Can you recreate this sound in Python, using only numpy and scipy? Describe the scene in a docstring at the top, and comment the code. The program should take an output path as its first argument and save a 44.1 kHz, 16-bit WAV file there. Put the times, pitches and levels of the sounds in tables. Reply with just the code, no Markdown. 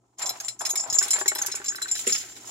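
"""A faint appliance hum in a small room, then a jingle: a kitten bats a plastic ball with a bell inside
across a laminate floor, heard on a stereo pair. The pellet strikes the bell and chatters between
strikes; the hollow shell scuffs and taps along the boards as it rolls. Paws thud softly, the floor
rumbles under the play, and near the end the ball knocks against wooden furniture."""
import sys
import numpy as np
from scipy import signal
from scipy.fft import rfft, irfft
from scipy.io import wavfile

SR = 44100
rng = np.random.default_rng(int(sys.argv[2]) if len(sys.argv) > 2 else 0)


def pcm_store(signal):
    """Save signal as 16-bit PCM."""
    levels = np.round(np.clip(np.atleast_2d(signal), -1, 1) * 32767)
    wavfile.write(sys.argv[1], SR, levels.astype(np.int16).T)


N = 110250
TIME = np.arange(N) / SR
AGE = np.arange(SR // 4) / SR  # seconds since a contact
ATTACK_S, THUD_ATTACK_S = 0.0013, 0.0057
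CLACK_LIKENESS, TICK_LIKENESS = 0.0074, -0.0064  # left-right correlation: both sound wide

# the bell's partials: (frequency [Hz], relative level [dB], t60 [s])
BELL = [(3400, -5, 0.062), (4024, 1, 0.086), (5257, -1.5, 0.055), (5300, 1.5, 0.063), (5523, -6, 0.028),
        (6478, -5, 0.022), (6760, -25.5, 0.055), (7120, -18.5, 0.034), (7120, 1, 0.022), (7290, 1, 0.089),
        (7320, -8.5, 0.039), (7260, -6.5, 0.04)]


def from_db(db):
    """Decibels to gain."""
    return 10 ** (np.asarray(db) / 20)


def rms_one(x):
    """Scale to unit power."""
    return x / np.sqrt(np.mean(x ** 2) + 1e-20)


def head_one(x):
    """Scale a hit to unit power over its first 11 ms."""
    return x / np.sqrt(np.mean(x[:, :SR // 90] ** 2) + 1e-20)


def curve(rows, column=1):
    """Gain over time from one dB column of a table."""
    rows = np.array(rows)
    return from_db(np.interp(TIME, rows[:, 0], rows[:, column]))


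def add(out, s, sound):
    """Mix a sound in at s seconds."""
    i = max(int(s * SR), 0)
    out[:, i:i + sound.shape[1]] += sound[:, :N - i]


def noise(spectrum, likeness, size=N):
    """Stereo noise of a given colour and correlation between the microphones."""
    hz, db = np.transpose(spectrum)
    f = np.maximum(np.fft.rfftfreq(size, 1 / SR), 1)
    gain = from_db(np.interp(np.log(f), np.log(hz), db))
    skirts = np.minimum(f / hz[0], 1) * np.minimum(hz[-1] / f, 1)
    mid, side = irfft(rfft(rng.standard_normal((2, size))) * gain * skirts, size)
    return rms_one(np.sqrt(1 + likeness) * mid + np.sqrt(1 - likeness) * side * np.array([[1], [-1]]))


def grain(depth_db, per_s, size=N):
    """A randomly flickering gain of unit power."""
    knots = rng.standard_normal(4000)
    flicker = np.interp(np.arange(size) / SR * per_s, np.arange(len(knots)), knots)
    return rms_one(from_db(depth_db * flicker))


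def ring(modes, attack_s=ATTACK_S, scattered=False):
    """One blow on a set of modes; they reach the two microphones a lag apart, or scattered in phase."""
    detune_hz, spread_db, lag_s = 12.8, 4.5, 0.00016
    out = np.zeros((2, len(AGE)))
    for hz, db, t60 in modes:
        detune, strength, turn, start = rng.standard_normal(4)
        left_lead = 1.53 + 0.38 * turn if scattered else -2 * np.pi * hz * lag_s
        pitch = hz + detune_hz * detune * min(hz / 2000, 2)
        phase = 2 * np.pi * (pitch * AGE + start) + np.array([[left_lead], [0]])
        out += from_db(db + spread_db * strength - 60 * AGE / t60) * np.sin(phase)
    return head_one(out * np.minimum(AGE / attack_s, 1))


def burst(spectrum, t60, likeness, hold_s=0):
    """The grainy, fast dying noise of a contact, coloured differently every time."""
    hz, db = np.transpose(spectrum)
    spots_hz = np.linspace(hz[0], hz[-1], 28)
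    patchy_db = np.interp(spots_hz, hz, db) + 5.5 * rng.standard_normal(len(spots_hz))
    hiss = noise(np.column_stack([spots_hz, patchy_db]), likeness, size=len(AGE))
    envelope = from_db(-60 * np.maximum(AGE - hold_s, 0) / t60) * np.minimum(AGE / ATTACK_S, 1)
    return head_one(hiss * envelope * grain(depth_db=-2, per_s=820, size=len(AGE)))


def room_tone():
    """An appliance's wavering hum, still air, and the floor rumbling under the play."""
    # the hum and the rumble, both faint at first: (time [s], relative level [dB])
    hum_levels = [(0, -74), (.15, -72), (.25, -66.5), (2.5, -68.5)]
    rumble_levels = [(0, -9.5), (.15, -16), (.25, -3.5), (.55, -6), (.8, -4.5), (1, 1), (1.9, 2),
                     (2.5, 2.5)]
    # colours of the air and the floor: (frequency [Hz], relative level [dB])
    air_colour = [(20, -8), (60, 15), (110, 42), (170, 2), (250, 11), (390, -3.5), (520, -22), (900, -47.5),
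                  (2000, -33), (7000, 21), (16000, -15)]
    rumble_colour = [(25, -39), (60, 0.5), (90, -10), (160, -7.5), (240, -1), (380, 4), (500, -9),
                     (700, -10), (2000, -36)]
    hum_hz = 119.7
    tone = np.sqrt(2) * np.sin(2 * np.pi * hum_hz * TIME)
    hum = curve(hum_levels) * tone * grain(depth_db=3, per_s=22)
    air = from_db(-80) * noise(air_colour, likeness=0.69)
    rumble = from_db(-59.5) * curve(rumble_levels) * noise(rumble_colour, likeness=0.92)
    return hum + air + rumble


def bell_chatter():
    """The pellet tumbles inside the bell: small random touches ring it and tick."""
    # the chatter's swells: (time [s], level [dB])
    swells = [(.17, -79.5), (.195, -38), (.28, -49), (.36, -48), (.47, -44.5), (.57, -66.5), (.62, -56),
              (.8, -66), (.88, -45.5), (.94, -51), (1.05, -32), (1.095, -45), (1.15, -40), (1.21, -36),
              (1.25, -48.5), (1.4, -41.5), (1.63, -49.5), (1.8, -45.5), (1.9, -47), (2.0, -28.5),
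              (2.06, -39.5), (2.14, -30), (2.21, -38), (2.26, -44.5), (2.34, -47.5), (2.43, -47),
              (2.5, -36)]
    # how light touches reach the partials, and their hiss: (frequency [Hz], relative level [dB])
    reach = [(3000, -2), (4000, -10), (5300, 1), (6700, 4), (7260, 5.5)]
    hiss_colour = [(1500, -35), (3000, -1), (4500, -5), (5500, -2), (7000, 8), (7800, -5), (9500, -3),
                   (11000, -9.5), (12000, -8.5), (12900, -9.5), (14200, -12), (16000, -12)]
    touches_per_s, tick_decay_s = 260, 0.0079
    touches = (rng.random(N) < touches_per_s / SR) * from_db(2.8 * rng.standard_normal(N))
    ringing = np.zeros((2, N))
    for hz, db, t60 in BELL:
        weight = from_db(db + np.interp(hz, *np.transpose(reach)))
        partial = weight * from_db(-60 * AGE / t60) * np.sin(2 * np.pi * hz * AGE)
        kicks = touches * rng.standard_normal((2, N))
        ringing += signal.fftconvolve(kicks, partial[None], axes=1)[:, :N]
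    tick_power = np.abs(signal.fftconvolve(touches ** 2, np.exp(-AGE / tick_decay_s))[:N])
    ticks = rms_one(np.sqrt(tick_power) * noise(hiss_colour, TICK_LIKENESS))
    return curve(swells) * (from_db(-5) * rms_one(ringing) + from_db(-2.5) * ticks)


def hollow(x):
    """The hollow shell lifts a sound at its resonances."""
    # the shell's resonances: (frequency [Hz], lift [dB], width [Hz])
    resonances = [(370, 3, 9.2), (637, 8, 41), (801, 8, 19), (1005, 3.5, 120), (1308, 10, 70),
                  (1580, 0.5, 22)]
    f = np.fft.rfftfreq(N, 1 / SR)
    lift_db = sum(db / (1 + (2 * (f - hz) / width) ** 2) for hz, db, width in resonances)
    return rms_one(irfft(rfft(x) * from_db(lift_db), N))


def scuffing():
    """Shell and claws rub on the boards: two bands of grainy noise."""
    # strength of the rubbing: (time [s], low band [dB], high band [dB])
    levels = [(.17, -74, -86), (.195, -42.5, -45), (.23, -38, -35), (.26, -40, -57), (.31, -37.5, -42.5),
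              (.37, -50.5, -54.5), (.48, -52, -58), (.598, -70, -71), (.615, -31.5, -42.5),
              (.65, -43.5, -52.5), (.83, -47, -51.5), (.89, -42, -49.5), (1.0, -50.5, -48.5),
              (1.02, -37.5, -32), (1.05, -43, -39), (1.1, -50.5, -46.5), (1.17, -39.5, -37),
              (1.29, -72, -56), (1.39, -48, -49), (1.5, -56, -41.5), (1.68, -65, -56), (2.05, -56.5, -47.5),
              (2.09, -64, -46), (2.16, -51, -42.5), (2.25, -62, -51.5), (2.34, -62.5, -55.5),
              (2.5, -49, -53)]
    # colours of the bands: (frequency [Hz], relative level [dB])
    low_colour = [(120, -23.5), (250, -9), (400, -9.5), (540, -6), (720, 4.5), (1030, 1), (1300, -4.5),
                  (2000, -24)]
    high_colour = [(700, -82), (1100, -19), (1400, 2), (2200, 5.5), (3000, -3.5), (4500, -1), (8000, -29)]
    low = curve(levels, column=1) * hollow(noise(low_colour, likeness=0.28))
    high = curve(levels, column=2) * hollow(noise(high_colour, CLACK_LIKENESS))
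    return (low + high) * grain(depth_db=4.5, per_s=150)


def rebound(hit):
    """The pellet touches three more times within milliseconds, roughening and colouring the ring."""
    mean_gap_s = 0.0018
    out, delay = hit.copy(), 0
    for k, (gap, size) in enumerate(rng.random((3, 2))):
        delay += 1 + int(mean_gap_s * (.5 + gap) * SR)
        out[:, delay:] += from_db(-4.5 + k) * (.5 + size) * hit[:, :-delay]
    return head_one(out)


def jingle(modes, force_db):
    """The pellet buzzes on the ringing bell; struck hard, the bell meets the cage and is choked."""
    buzz_s, choke_after_s, choke_s = .012, 0.0077, 0.0047
    flutter = noise([(35, 0), (350, 0)], likeness=0.31, size=len(AGE))
    buzz = 1 + .55 * np.exp(-AGE / buzz_s) * flutter
    depth_db = .5 * max(force_db + 20, 0) - 1
    contact = 1 - np.exp(-np.maximum(AGE - choke_after_s, 0) / choke_s)
    ringing = rebound(ring(modes, attack_s=0.0027, scattered=True))
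    return head_one(ringing * buzz * from_db(-depth_db * contact))


def bell_strikes():
    """Each strike of the pellet rings the bell's groups of partials, ticks and jolts the plastic cage."""
    # pellet strikes: (time [s], five groups of partials near 4, 5.3, 6.5, 6.75 and 7.3 kHz [dB],
    # cage clack [dB], tick [dB], top partials and fizz [dB], left minus right [dB])
    strikes = [(0.1833, -62, -48, -48, -44, -44.0, -59, -56, -68, 5),
               (0.2178, -46, -37, -53, -54, -29, -43.5, -38, -47, 2.5),
               (0.2575, -40, -30, -30.5, -34.5, -33, -46, -38.5, -45, -1.5),
               (0.269, -47, -59, -53, -49.5, -31, -48, -39, -49.0, 10),
               (0.2921, -35, -25.5, -36, -44, -32.5, -46, -37, -32, 0.5),
               (0.4004, -49, -37.5, -31.5, -54, -43, -37.5, -43.5, -44.5, -1),
               (0.4469, -60, -57.5, -54.5, -55, -31.5, -46.5, -49, -62, 3),
               (0.4813, -36, -34, -40.5, -47.5, -26, -38.5, -34.5, -46, 2.5),
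               (0.5906, -69.5, -44, -37.5, -35, -40, -64, -49, -51, 1),
               (0.608, -46, -48.0, -46.5, -50, -34.5, -63, -35, -51, 4.5),
               (0.6506, -36.5, -25.5, -35, -28, -38, -33.5, -33, -45.5, -3),
               (0.661, -47, -36, -34, -31.0, -33, -35, -36.5, -39, 4),
               (0.691, -38.5, -59.5, -42, -50, -29, -54, -34, -45, -3),
               (0.7019, -48, -35, -29.5, -24, -45, -48, -34, -34, 3),
               (0.7552, -52, -40, -49.5, -49, -28.5, -31.5, -29, -37, -1.5),
               (0.7721, -67, -32.5, -33, -22.5, -28, -55, -38, -52, 6),
               (0.7963, -77.0, -29.5, -41.5, -40, -28.5, -55, -54, -58.5, -2),
               (0.8065, -75, -46, -48.5, -30.5, -28.5, -63, -49.0, -62, -1),
               (0.829, -76.0, -42, -58.0, -54, -35.5, -64, -43.5, -69.5, 4),
               (0.899, -46, -29.0, -48.5, -27, -30.5, -53, -47, -53.5, 2),
               (0.9252, -46, -29, -29.5, -32, -28.5, -53, -39.5, -41, -4),
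               (0.939, -40, -40, -49.5, -47, -23, -47, -45, -46, 9),
               (0.948, -54.5, -48, -53.0, -25.5, -22.5, -50.5, -46, -59.5, 5),
               (0.984, -61, -19.5, -36, -12.5, -23, -56, -36, -40, -1.5),
               (1.0254, -65, -31.5, -37.0, -42, -24.5, -36.5, -28.5, -42, 2),
               (1.08, -43, -56.0, -42, -53, -36.0, -37, -38.0, -46.5, 1.0),
               (1.105, -40, -26.5, -37, -29, -19, -40, -26.5, -37, 0.0),
               (1.1313, -35, -43.0, -31, -36, -17.5, -34, -27, -44, -0.5),
               (1.1588, -56, -52, -43, -47, -33, -36, -49, -62.5, 1),
               (1.187, -57.5, -37, -52.0, -40, -37, -41, -34.5, -49.0, 1),
               (1.205, -65.5, -53.5, -44, -49.0, -30.5, -40.5, -40, -57.5, 2),
               (1.2587, -48, -42, -42, -31.5, -55, -44, -51, -56, -1.5),
               (1.2791, -33, -27, -25, -38.5, -16.5, -40, -27.5, -30.5, 3),
               (1.3498, -37.5, -34.5, -53.5, -56.5, -49, -44, -33, -31, 1.5),
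               (1.3824, -41, -33, -39, -40, -34, -37, -36, -43.5, 2),
               (1.4163, -57, -38.5, -20.5, -29.0, -36, -59, -37.0, -37.5, -1),
               (1.4615, -55, -43.5, -46, -37, -31.5, -45, -27.5, -31, 0.5),
               (1.5155, -39.5, -32, -29.5, -34.5, -39, -43.0, -39.5, -59.0, 1.5),
               (1.5504, -51, -39, -35, -31.5, -31, -38, -34, -46, -1),
               (1.642, -52, -56.0, -41, -38, -36.5, -41.5, -45, -47, 1),
               (1.658, -47, -38, -39, -41.5, -33.5, -42.5, -41.5, -52.0, 0),
               (1.6816, -46, -28, -32, -24.5, -28.5, -42.5, -40.5, -65.5, -0.5),
               (1.754, -43, -36.5, -62.0, -47, -49, -64, -39.5, -42.5, -0.5),
               (1.8181, -32.5, -37, -56, -49, -27.5, -57, -34.5, -41.5, 2.5),
               (1.88, -40.5, -46, -53, -43, -36, -50, -40, -49.5, 1.0),
               (1.9119, -64.5, -33.5, -55, -35, -20, -58, -36, -55, -1),
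               (1.9512, -39, -35, -56.0, -50.5, -35.0, -50, -38.5, -47.0, 3),
               (1.991, -42.5, -50.5, -52, -61.5, -32, -39.0, -42, -51.5, -4),
               (2.0671, -51, -52, -50.5, -35, -44, -28.5, -33.5, -53, -3),
               (2.0739, -61, -56.5, -42, -37, -19.5, -28.5, -30, -49, 0.5),
               (2.0944, -42.5, -36, -39.0, -48.0, -28.5, -30, -33.5, -41, 1),
               (2.1223, -61.5, -22, -41, -20.5, -31, -38, -40.0, -45, 2.5),
               (2.149, -50, -31.5, -41, -45.0, -33.5, -30, -46, -51.0, -2.5),
               (2.211, -53, -51, -41.5, -50, -44, -38.5, -48, -58, -3),
               (2.3637, -56, -64, -55.5, -62.0, -50, -42.5, -61, -69, -4),
               (2.473, -68.5, -67, -47, -41, -44, -55, -48, -58, -1.5)]
    # the five groups: borders [Hz] and level trims [dB]
    edges = [3000, 4600, 5900, 6600, 6950, 7900]
    trims = [-0.5, -1.5, -2, -2, -1]
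    # the bell's highest partials: (frequency [Hz], relative level [dB], t60 [s])
    top_partials = [(12660, -0.21, 0.031), (12700, -1.8, 0.052)]
    # fizz on top, tick of the contact, clack of the cage: (frequency [Hz], relative level [dB])
    fizz = [(11900, -11), (12800, 8), (13600, -4), (14400, 6), (15400, -18), (16000, -3)]
    tick = [(2500, -23), (3300, -4), (4500, -10.5), (5500, 2), (7000, -7.5), (7800, 0), (9500, 4),
            (11000, -3), (12000, -21), (16000, -32)]
    cage = [(700, -18), (1400, -2.5), (2200, 6), (3000, -1), (4200, 2.5), (6000, -6.5)]
    groups = [[mode for mode in BELL if lo < mode[0] <= hi] for lo, hi in zip(edges, edges[1:])]
    out = np.zeros((2, N))
    for s, *levels, cage_db, tick_db, top_db, pan_db in strikes:
        force_db = max(levels)
        hit = sum(from_db(db + trim) * jingle(modes, force_db)
                  for db, trim, modes in zip(levels, trims, groups))
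        hit += from_db(top_db - 2.5) * jingle(top_partials, force_db)
        hit += from_db(top_db - 4) * burst(fizz, t60=0.053, likeness=TICK_LIKENESS)
        hit += from_db(tick_db - 1) * burst(tick, t60=0.077, likeness=TICK_LIKENESS, hold_s=0.0061)
        hit += from_db(cage_db - 2.5) * burst(cage, t60=0.085, likeness=CLACK_LIKENESS)
        pan = rms_one(from_db(pan_db * np.array([[.5], [-.5]])))
        add(out, s, hit * pan)
    return out


def shell_taps():
    """The rolling shell taps the floor: a low body note, a higher clack and a short crack."""
    # taps on the boards: (time [s], body [dB], clack and crack [dB])
    taps = [(0.1903, -53, -66), (0.607, -39.5, -34), (0.7343, -38.5, -47), (0.861, -37.5, -43),
            (0.9236, -41.5, -41.5), (0.9633, -41.5, -40), (1.0148, -41, -28), (1.0605, -38.5, -47),
            (1.1575, -34, -31), (1.184, -33.5, -32), (1.2124, -28, -26.5), (1.2583, -31.5, -26.5),
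            (1.317, -32.5, -26.5), (1.3574, -33, -32), (1.3887, -38, -33.5), (1.4135, -36.5, -34),
            (1.4471, -36.5, -32.5), (1.4831, -37.5, -37), (1.5411, -39, -36), (1.5661, -52.5, -41),
            (1.6, -40, -39.5), (1.616, -51, -37), (1.6463, -59, -43), (1.7039, -49, -41), (1.72, -58, -35),
            (1.747, -47, -33), (1.7835, -46.5, -32.5), (1.815, -49, -33.5), (1.8558, -58, -31.5),
            (1.9604, -65, -35), (2.1452, -60, -40.5)]
    # the shell's low and high modes: (frequency [Hz], relative level [dB], t60 [s])
    body_modes = [(386, -5, 0.075), (460, -11, 0.062), (625, -4, 0.059), (831, -1.5, 0.1), (960, 1, 0.038),
                  (1108, -2, 0.059)]
    clack_modes = [(1160, -8, 0.14), (1370, 4.5, 0.038), (1513, 7.5, 0.058), (1669, 7.5, 0.043),
                   (1865, 9.5, 0.022), (2130, -23, .025), (2630, -2, 0.028)]
    # colour of the crack: (frequency [Hz], relative level [dB])
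    crack_colour = [(350, -28), (700, -20), (1400, 17.5), (2100, 1.5), (2800, -1), (4000, -5), (8000, -43)]
    out = np.zeros((2, N))
    for s, body_db, clack_db in taps:
        body = from_db(body_db - 5) * ring(body_modes)
        clack = from_db(clack_db - 5.5) * ring(clack_modes)
        crack = from_db(clack_db - 11) * burst(crack_colour, t60=0.028, likeness=CLACK_LIKENESS)
        add(out, s, body + clack + crack)
    return out


def cage_bounces():
    """Hard bounces set the plastic cage ringing."""
    # the bounces: (time [s], level [dB])
    bounces = [(.7557, -49), (1.1318, -34), (1.2796, -29.5)]
    # the cage's mode: (frequency [Hz], relative level [dB], t60 [s])
    cage_mode = [(2203, 0, 0.14)]
    out = np.zeros((2, N))
    for s, db in bounces:
        add(out, s, from_db(db) * ring(cage_mode))
    return out


def paw_thuds():
    """Paws land softly on the boards: a low note and its shorter octave."""
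    # landings: (time [s], level [dB], pitch [Hz], t60 [s])
    paws = [(0.884, -53.5, 128, 0.13), (0.925, -50.5, 145, 0.041), (0.924, -54, 86, 0.099),
            (1.914, -59, 61, 0.21)]
    out = np.zeros((2, N))
    for s, db, hz, t60 in paws:
        add(out, s, from_db(db) * ring([(hz, 0, t60), (2 * hz, -6, t60 / 2)], THUD_ATTACK_S))
    return out


def furniture_knock():
    """The ball meets furniture once and rings the wood."""
    # the wood's modes: (frequency [Hz], relative level [dB], t60 [s])
    wood = [(212.4, -16, 0.23), (247, -15, 0.15), (383.7, -4, 0.12), (477, -6, 0.1), (587, -15, 0.081)]
    out = np.zeros((2, N))
    add(out, s=2.067, sound=from_db(-30.5) * ring(wood, THUD_ATTACK_S))
    return out


def room_reflections(x):
    """Nearby walls return a short diffuse tail, different at each microphone."""
    # colour of the tail: (frequency [Hz], relative level [dB])
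    colour = [(100, -10), (500, 4.5), (3000, -6), (8000, 7.5), (16000, -14.5)]
    level_db, t60, delay_s = -12, 0.17, 0.0015
    tail = noise(colour, likeness=0, size=len(AGE)) * from_db(-60 * AGE / t60) * (AGE > delay_s)
    tail /= np.sqrt(np.sum(tail ** 2) / 2)
    return from_db(level_db) * signal.fftconvolve(x, tail, axes=1)[:, :N]


def scene():
    """Ball, bell and paws reach the microphones directly and off the walls, over the room tone."""
    play = bell_strikes() + cage_bounces() + bell_chatter()
    play += shell_taps() + scuffing() + paw_thuds() + furniture_knock()
    return play + room_reflections(play) + room_tone()


def record(dry):
    """The treble is cut steeply above 15.8 kHz."""
    return signal.sosfilt(signal.ellip(10, .2, 80, 15800, fs=SR, output="sos"), dry)


dry = scene()
out = record(dry)
pcm_store(out)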